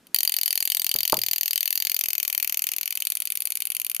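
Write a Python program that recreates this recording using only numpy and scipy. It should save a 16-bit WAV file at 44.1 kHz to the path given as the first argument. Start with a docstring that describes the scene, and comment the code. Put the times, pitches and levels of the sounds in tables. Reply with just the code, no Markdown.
"""Close above a workbench in a cluttered workshop, a hand-held brass clock movement runs its alarm
train with no bell to strike. The hammer flies to and fro about twenty times a second, a tick on one
pallet and a tock on the other, each blow ringing the frame; in two spells a loose part tings along.
The rattle changes colour as the hand tips the movement, then turns it round. About a second in,
a steel rod is put down on the bench with a few dull thumps."""
import sys
import numpy as np
from scipy import signal
from scipy.fft import rfft, irfft
from scipy.io import wavfile
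from scipy.ndimage import uniform_filter1d

SR = 44100
rng = np.random.default_rng(int(sys.argv[2]) if len(sys.argv) > 2 else 0)


def store_pcm(level_fs):
    """Save levels as 16-bit WAV."""
    pcm = np.round(np.clip(level_fs, -1, 1) * 32767).astype(np.int16)
    wavfile.write(sys.argv[1], SR, np.atleast_2d(pcm).T)


N = 4 * SR

# hammer thrown out, and thrown back (time [s], relative level [dB])
TICKS = [(0.1451, -13), (0.1865, -17.5), (0.2312, -16), (0.2757, -17.5), (0.3207, -19.5), (0.3657, -17.5),
         (0.4127, -19), (0.4593, -17), (0.5066, -19.5), (0.5551, -18.5), (0.6043, -19.5), (0.6532, -17.5),
         (0.7006, -18), (0.7479, -17.5), (0.7965, -18), (0.845, -19), (0.8922, -19.5), (0.9404, -18.5),
         (0.9866, -19.5), (1.0314, -19), (1.0776, -18.5), (1.1229, -16), (1.1694, -20.5), (1.2165, -20.5),
         (1.2635, -19.5), (1.3121, -18), (1.3605, -20.5), (1.4101, -16.5), (1.4582, -19), (1.5088, -19),
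         (1.5581, -18), (1.6067, -17), (1.6564, -19), (1.7052, -18.5), (1.7545, -18.5), (1.8016, -20),
         (1.8501, -18.5), (1.8969, -19), (1.9444, -18), (1.9907, -18.5), (2.0377, -19), (2.0847, -18),
         (2.1315, -18.5), (2.18, -18), (2.229, -19), (2.2783, -19), (2.3274, -19.5), (2.3777, -17.5),
         (2.427, -17.5), (2.4748, -20), (2.524, -19), (2.5719, -17.5), (2.6204, -18), (2.6687, -19),
         (2.7171, -21), (2.7636, -22), (2.8113, -21.5), (2.857, -22), (2.9063, -21.5), (2.9536, -22.5),
         (3.0029, -23), (3.0518, -22), (3.1015, -19.5), (3.1524, -21), (3.2024, -20.5), (3.2536, -22),
         (3.3023, -20.5), (3.354, -22), (3.4041, -21.5), (3.4539, -19.5), (3.5037, -22), (3.5541, -20.5),
         (3.6037, -22.5), (3.6535, -21.5), (3.7024, -20), (3.7493, -21.5), (3.7991, -20.5), (3.8469, -21),
         (3.8979, -20.5), (3.9473, -21), (3.9986, -20)]
TOCKS = [(0.1617, -21), (0.2059, -21.5), (0.2506, -21), (0.295, -23), (0.3404, -22), (0.3866, -23.5),
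         (0.4326, -21.5), (0.479, -21.5), (0.528, -21), (0.5762, -20.5), (0.6255, -21), (0.675, -22),
         (0.7198, -21), (0.7695, -21), (0.818, -23.5), (0.8656, -21), (0.9142, -22), (0.9607, -20),
         (1.0061, -21.5), (1.0522, -21.5), (1.0977, -22.5), (1.1421, -22), (1.1897, -24), (1.2356, -22),
         (1.285, -23.5), (1.333, -20), (1.3818, -23.5), (1.432, -22.5), (1.4794, -22.5), (1.5316, -22.5),
         (1.5775, -21.5), (1.6296, -23), (1.677, -22), (1.727, -21.5), (1.7758, -21), (1.8226, -21.5),
         (1.8702, -21.5), (1.917, -22), (1.9651, -22.5), (2.0103, -21), (2.058, -24), (2.1043, -24.5),
         (2.1523, -24.5), (2.2, -24), (2.2503, -25.5), (2.2998, -25.5), (2.3487, -23.5), (2.3997, -25),
         (2.4459, -23.5), (2.496, -24.5), (2.544, -26), (2.593, -24.5), (2.64, -24), (2.6892, -25.5),
         (2.736, -27.5), (2.7834, -25.5), (2.831, -27), (2.8769, -25.5), (2.925, -27), (2.9731, -25),
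         (3.022, -24.5), (3.0702, -21), (3.1208, -23), (3.171, -25.5), (3.221, -25), (3.2726, -27),
         (3.321, -23.5), (3.3728, -24), (3.421, -24.5), (3.472, -25), (3.521, -24), (3.5716, -25),
         (3.6211, -24.5), (3.671, -26), (3.7196, -27), (3.7667, -25.5), (3.8164, -26.5), (3.8655, -26),
         (3.9154, -28), (3.9647, -25.5)]
# parts that ping after a blow (frequency [Hz], relative level [dB], free T60 [s])
TICK_MODES = [(4700, -10, 0.053), (3053, -21, 0.032)]
TOCK_MODES = [(3072, -17.5, 0.029)]
# how the hand holds the movement (time [s], tipped [0-1], turned [0-1], leftward pan [dB])
POSE = [(.15, 0, 0.65, 5), (1.3, 0.01, 0.2, 7), (1.801, 0.02, 0.32, 7), (2.15, 0.73, 0.03, 10),
        (2.9, 0.7, 0.34, 8.5), (3.08, 0.66, 1, 6), (4, 1, 0.99, 9.5)]
# resonances of the brass frame (frequency [Hz], gain [dB])
FRAME_EQ = [(250, -39), (700, -25.5), (860, -19.5), (1000, -30.5), (1300, -31), (1650, -23), (1820, -16),
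            (2600, -10.5), (2850, -11.5), (3040, -11), (3380, -13.5), (3650, -11.5), (3950, -13),
            (4400, -3.5), (5300, -15.5), (6500, -8.5), (7900, -19), (8400, -16), (10500, -10.5),
            (12300, -5.5), (12870, 2.5), (13300, -0.5), (13620, 3), (14400, -10.5), (15200, -7.5),
            (16500, -36)]
# top-end lift for the tick, and equal cut for the tock (frequency [Hz], gain [dB])
PALLET_EQ = [(8400, 0), (10500, 2.75), (15200, 2)]
# change of colour when fully tipped, and fully turned (frequency [Hz], gain [dB])
TIPPED_EQ = [(300, -3.5), (850, -5), (1050, 6.5), (1300, 11), (1800, -5.5), (2400, 6.5), (3100, -3),
             (4400, -6.5), (5500, 0.5), (11800, 0), (13000, -2), (14500, -1.5)]
TURNED_EQ = [(300, -7.5), (2200, -2.5), (3700, 3.5), (5500, -3.5), (8000, 1), (9500, 8), (11800, 8.5),
             (13600, -7), (14600, 2)]
# how strongly each band follows the pan (frequency [Hz], pan multiplier [ratio])
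PAN_DEPTH = [(1000, 0.017), (3000, 0.68), (4500, 1.56), (5300, 0.38), (14500, 0.62)]
# spells when a part sits loose (start [s], end [s])
LOOSE_SPELLS = [(.65, .94), (1.45, 1.6)]
# rod meets bench; softer landings are lower (time [s], relative level [dB], centre frequency [Hz])
THUMPS = [(0.9531, -30.5, 960), (.954, -25.5, 366), (1.130, -5.5, 760), (1.181, -29.5, 338)]
# modes of the bench top (frequency [Hz], relative level [dB], T60 [s])
BENCH_MODES = [(113, -37.5, 0.4), (204, -28.5, 0.12), (363, -26.5, 0.063), (635, -24, 0.11)]
# spectrum of the quiet room (frequency [Hz], relative level [dB])
ROOM_TONE_EQ = [(30, -9.5), (200, -4), (1400, -7), (14000, -18), (16000, -48)]


def undb(db):
    """Decibels to gain."""
    return 10 ** (np.asarray(db) / 20)


def unit(x):
    """Scale to unit energy."""
    return x / np.sqrt(np.sum(x ** 2, axis=-1, keepdims=True))


def curve(points, hz):
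    """Read (Hz, value) points on a log-frequency axis."""
    freqs, values = np.array(points, float).T
    return np.interp(np.log(hz + 1), np.log(freqs), values)


def decay(t, t60):
    """Envelope that falls 60 dB in t60 seconds, held at full level before t = 0."""
    return np.exp(-np.log(1000) * np.maximum(t, 0) / t60)


def minimum_phase(db):
    """Response of an EQ that rings only after the blow."""
    cepstrum = irfft(np.log(undb(db)))
    half = len(cepstrum) // 2
    cepstrum[1:half] *= 2
    cepstrum[half + 1:] = 0
    return np.exp(rfft(cepstrum))


def whiten(burst, bins=41):
    """A burst's spectrum with its broad humps levelled and its fine resonances kept."""
    spectrum = rfft(burst)
    return spectrum / np.sqrt(uniform_filter1d(abs(spectrum) ** 2, bins, axis=-1))


def place(out, start_s, sound):
    """Mix a sound in at its time."""
    i = round(start_s * SR)
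    out[:, i:i + sound.shape[-1]] += sound[..., :N - i]


def stereo(mid, side):
    """Mid and side to left and right."""
    return np.array([mid + side, mid - side])


def room_tone(level_db=-64.5):
    """A faint, steady bed of room noise, nearly the same in both ears."""
    colour = undb(curve(ROOM_TONE_EQ, np.fft.rfftfreq(N, 1 / SR)))
    mid, side = unit(irfft(rfft(rng.standard_normal((2, N))) * colour))
    return undb(level_db) * np.sqrt(N) * stereo(mid, 0.42 * side)


def finger_rub(peak_s=0.079, centre_hz=231, level_db=-60.5):
    """Fingers shift on the plates just before the run: one soft, low swell."""
    octave = signal.butter(2, centre_hz * 2 ** np.array([-0.5, 0.5]), "band", fs=SR, output="sos")
    rub = signal.sosfilt(octave, rng.standard_normal(N))
    swell = np.exp(-(np.arange(N) / SR / peak_s - 1) ** 2)
    return undb(level_db) * rub / rub.std() * swell


def tooth_strike(t, hz, grain, tipped, snap_db, crack_s=0.0011, crossover_hz=8750):
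    """Mid and side spectra of a tooth that cracks onto a pallet, skids and bounces."""
    skid_s = 0.00056 * rng.uniform(0.5, 1.5)
    bounce_s = 0.0014 * rng.uniform(0.5, 1.5)
    crack = undb(-6) * np.exp(-t / crack_s)
    bounce = rng.random() * (t > bounce_s) * np.exp(-abs(t - bounce_s) / crack_s)
    # the wheels sizzle in their play after each blow
    sizzle = uniform_filter1d(rng.exponential(1, len(t)) ** 2, size=20)
    sizzle *= undb(-32.5 - 7.25 * tipped) * decay(t, t60=0.13)
    body = whiten(grain * (crack + decay(t - skid_s, t60=0.019)))
    top = whiten(grain * (crack * undb(snap_db) + bounce + sizzle + decay(t - skid_s, t60=0.011)))
    treble = 1 / (1 + (crossover_hz / (hz + 1)) ** 6)
    return (1 - treble) * body + treble * top


def ping(t, modes, gain_db):
    """Struck parts ring freely for a few milliseconds, until the next tooth grips them."""
    free_s = 0.0055 * rng.uniform(0.5, 1.5)
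    grip = decay(t - free_s, t60=0.019)
    ring = np.zeros(len(t))
    for hz, db, t60 in modes:
        gain = undb(db + gain_db + rng.normal(0, 3.5))
        partial = np.cos(2 * np.pi * hz * rng.normal(1, 0.005) * t)
        ring += gain * unit(partial * decay(t, t60) * grip)
    return ring


def pallet(blows, swing, modes, gain_db, likeness=0.56, size=4096):
    """Blows on one pallet (swing +1 out, -1 back) sound through the frame, coloured by its pose."""
    t, hz, out = np.arange(size) / SR, np.fft.rfftfreq(size, 1 / SR), np.zeros((2, N))
    width = 0.57 * np.minimum(hz / 7500, 1)  # the image opens toward the treble
    push = np.exp(-(hz / 1480) ** 2)  # in the lows a blow is one smooth push
    frame_db = curve(FRAME_EQ, hz) + swing * curve(PALLET_EQ, hz)
    pose_times, *pose_tracks = np.array(POSE, float).T
    grain = rng.standard_normal((2, size))
    for start, db in blows:
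        tipped, turned, pan_db = (np.interp(start, pose_times, track) for track in pose_tracks)
        # each blow inherits some of the last one's texture
        grain = likeness * grain + np.sqrt(1 - likeness ** 2) * rng.standard_normal((2, size))
        # the crack sharpens as the pallets turn to face the listener
        mid, side = tooth_strike(t, hz, grain, tipped, snap_db=turned * (24 - swing))
        mid = push + np.sqrt(1 - push ** 2) * mid
        strike = stereo(mid, width * side) / np.sqrt(1 + width ** 2)
        pose_db = tipped * curve(TIPPED_EQ, hz) + turned * curve(TURNED_EQ, hz)
        scatter_db = (1 - push) * np.interp(hz, np.linspace(0, SR / 2, 32), rng.normal(0, 2.5, 32))
        colour = minimum_phase(frame_db + pose_db + scatter_db)
        colour /= np.sqrt(np.mean(abs(colour) ** 2))
        # tipping points the tick's ping away
        ring = ping(t, modes, gain_db=-14.5 * tipped if swing > 0 else 0)
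        pan = undb(stereo(0, pan_db * curve(PAN_DEPTH, hz) / 2))
        pan /= np.sqrt(np.mean(pan ** 2, axis=0))
        blow = irfft(pan * (colour * strike + rfft(ring)))[:, :size // 2]
        place(out, start, blow * hit_gain(db + gain_db))
    return out


def hit_gain(db, span_s=0.012):
    """Gain that gives a unit-energy hit the energy of span_s seconds at this level."""
    return undb(db) * np.sqrt(span_s * SR)


def workshop_reverb(sound, send_db, channels=2, predelay_s=0.0015):
    """The clutter scatters a sound into a short, diffuse tail."""
    t = np.arange(SR // 2) / SR
    onset = np.clip(t / predelay_s - 1, 0, 1)
    tail = unit(rng.standard_normal((channels, len(t))) * decay(t, t60=0.12) * onset)
    return undb(send_db) * signal.fftconvolve(sound.mean(axis=0)[None], tail, axes=1)[:, :N]


def loose_part(pitch_hz=8380, gain_db=-17.5):
    """A thin ting rides on each tock while a part sits loose."""
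    t, out = np.arange(SR // 8) / SR, np.zeros((2, N))
    for start, db in TOCKS:
        if any(begin < start < end for begin, end in LOOSE_SPELLS):
            hz = pitch_hz * rng.normal(1, 0.008)
            ting = unit(np.sin(2 * np.pi * hz * t) * decay(t, t60=0.045))
            place(out, start, ting * hit_gain(db + gain_db + rng.normal(0, 3.5)))
    return out


def rod_on_bench(lead_s=0.004):
    """Paper cushions each landing of the rod to one soft push; the bench knocks and hums."""
    t, out = np.arange(SR // 2) / SR, np.zeros((2, N))
    hum = sum(undb(db) * np.sin(2 * np.pi * hz * t) * decay(t, t60) for hz, db, t60 in BENCH_MODES)
    for start, db, centre_hz in THUMPS:
        phase = np.pi * centre_hz * (t - lead_s)
        push = (1 - 2 * phase ** 2) * np.exp(-phase ** 2)
        burst = rng.standard_normal(len(t)) * decay(t, t60=0.035)
        knock = undb(-4.5) * unit(irfft(whiten(burst, bins=161)))
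        thump = push + signal.fftconvolve(push, knock)[:len(t)]
        place(out, start - lead_s, undb(db) * thump)
        softness = 765 / centre_hz  # a softer landing pushes longer and wakes more hum
        place(out, start, undb(db) * softness * hum)
    return out


def scene():
    """The rattle up front and the rod's thumps, each with a little reverb, over room tone."""
    catch_release = (0.069, -50)  # the catch lets go (time [s], relative level [dB])
    ticks = pallet(TICKS, swing=1, modes=TICK_MODES, gain_db=-3.5)
    tocks = pallet([catch_release, *TOCKS], swing=-1, modes=TOCK_MODES, gain_db=-0.5)
    low_cut = signal.butter(2, 178, "high", fs=SR, output="sos")  # the small frame radiates little bass
    rattle = signal.sosfilt(low_cut, ticks + tocks + loose_part())
    thumps = rod_on_bench()
    reverb = workshop_reverb(rattle, send_db=-15.5) + workshop_reverb(thumps, send_db=-11.5, channels=1)
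    return rattle + thumps + reverb + finger_rub() + room_tone()


def record(dry):
    """A steep high cut at 16.5 kHz trims the very top."""
    return signal.sosfilt(signal.ellip(8, 0.2, 80, 16500, fs=SR, output="sos"), dry)


dry = scene()
out = record(dry)
store_pcm(out)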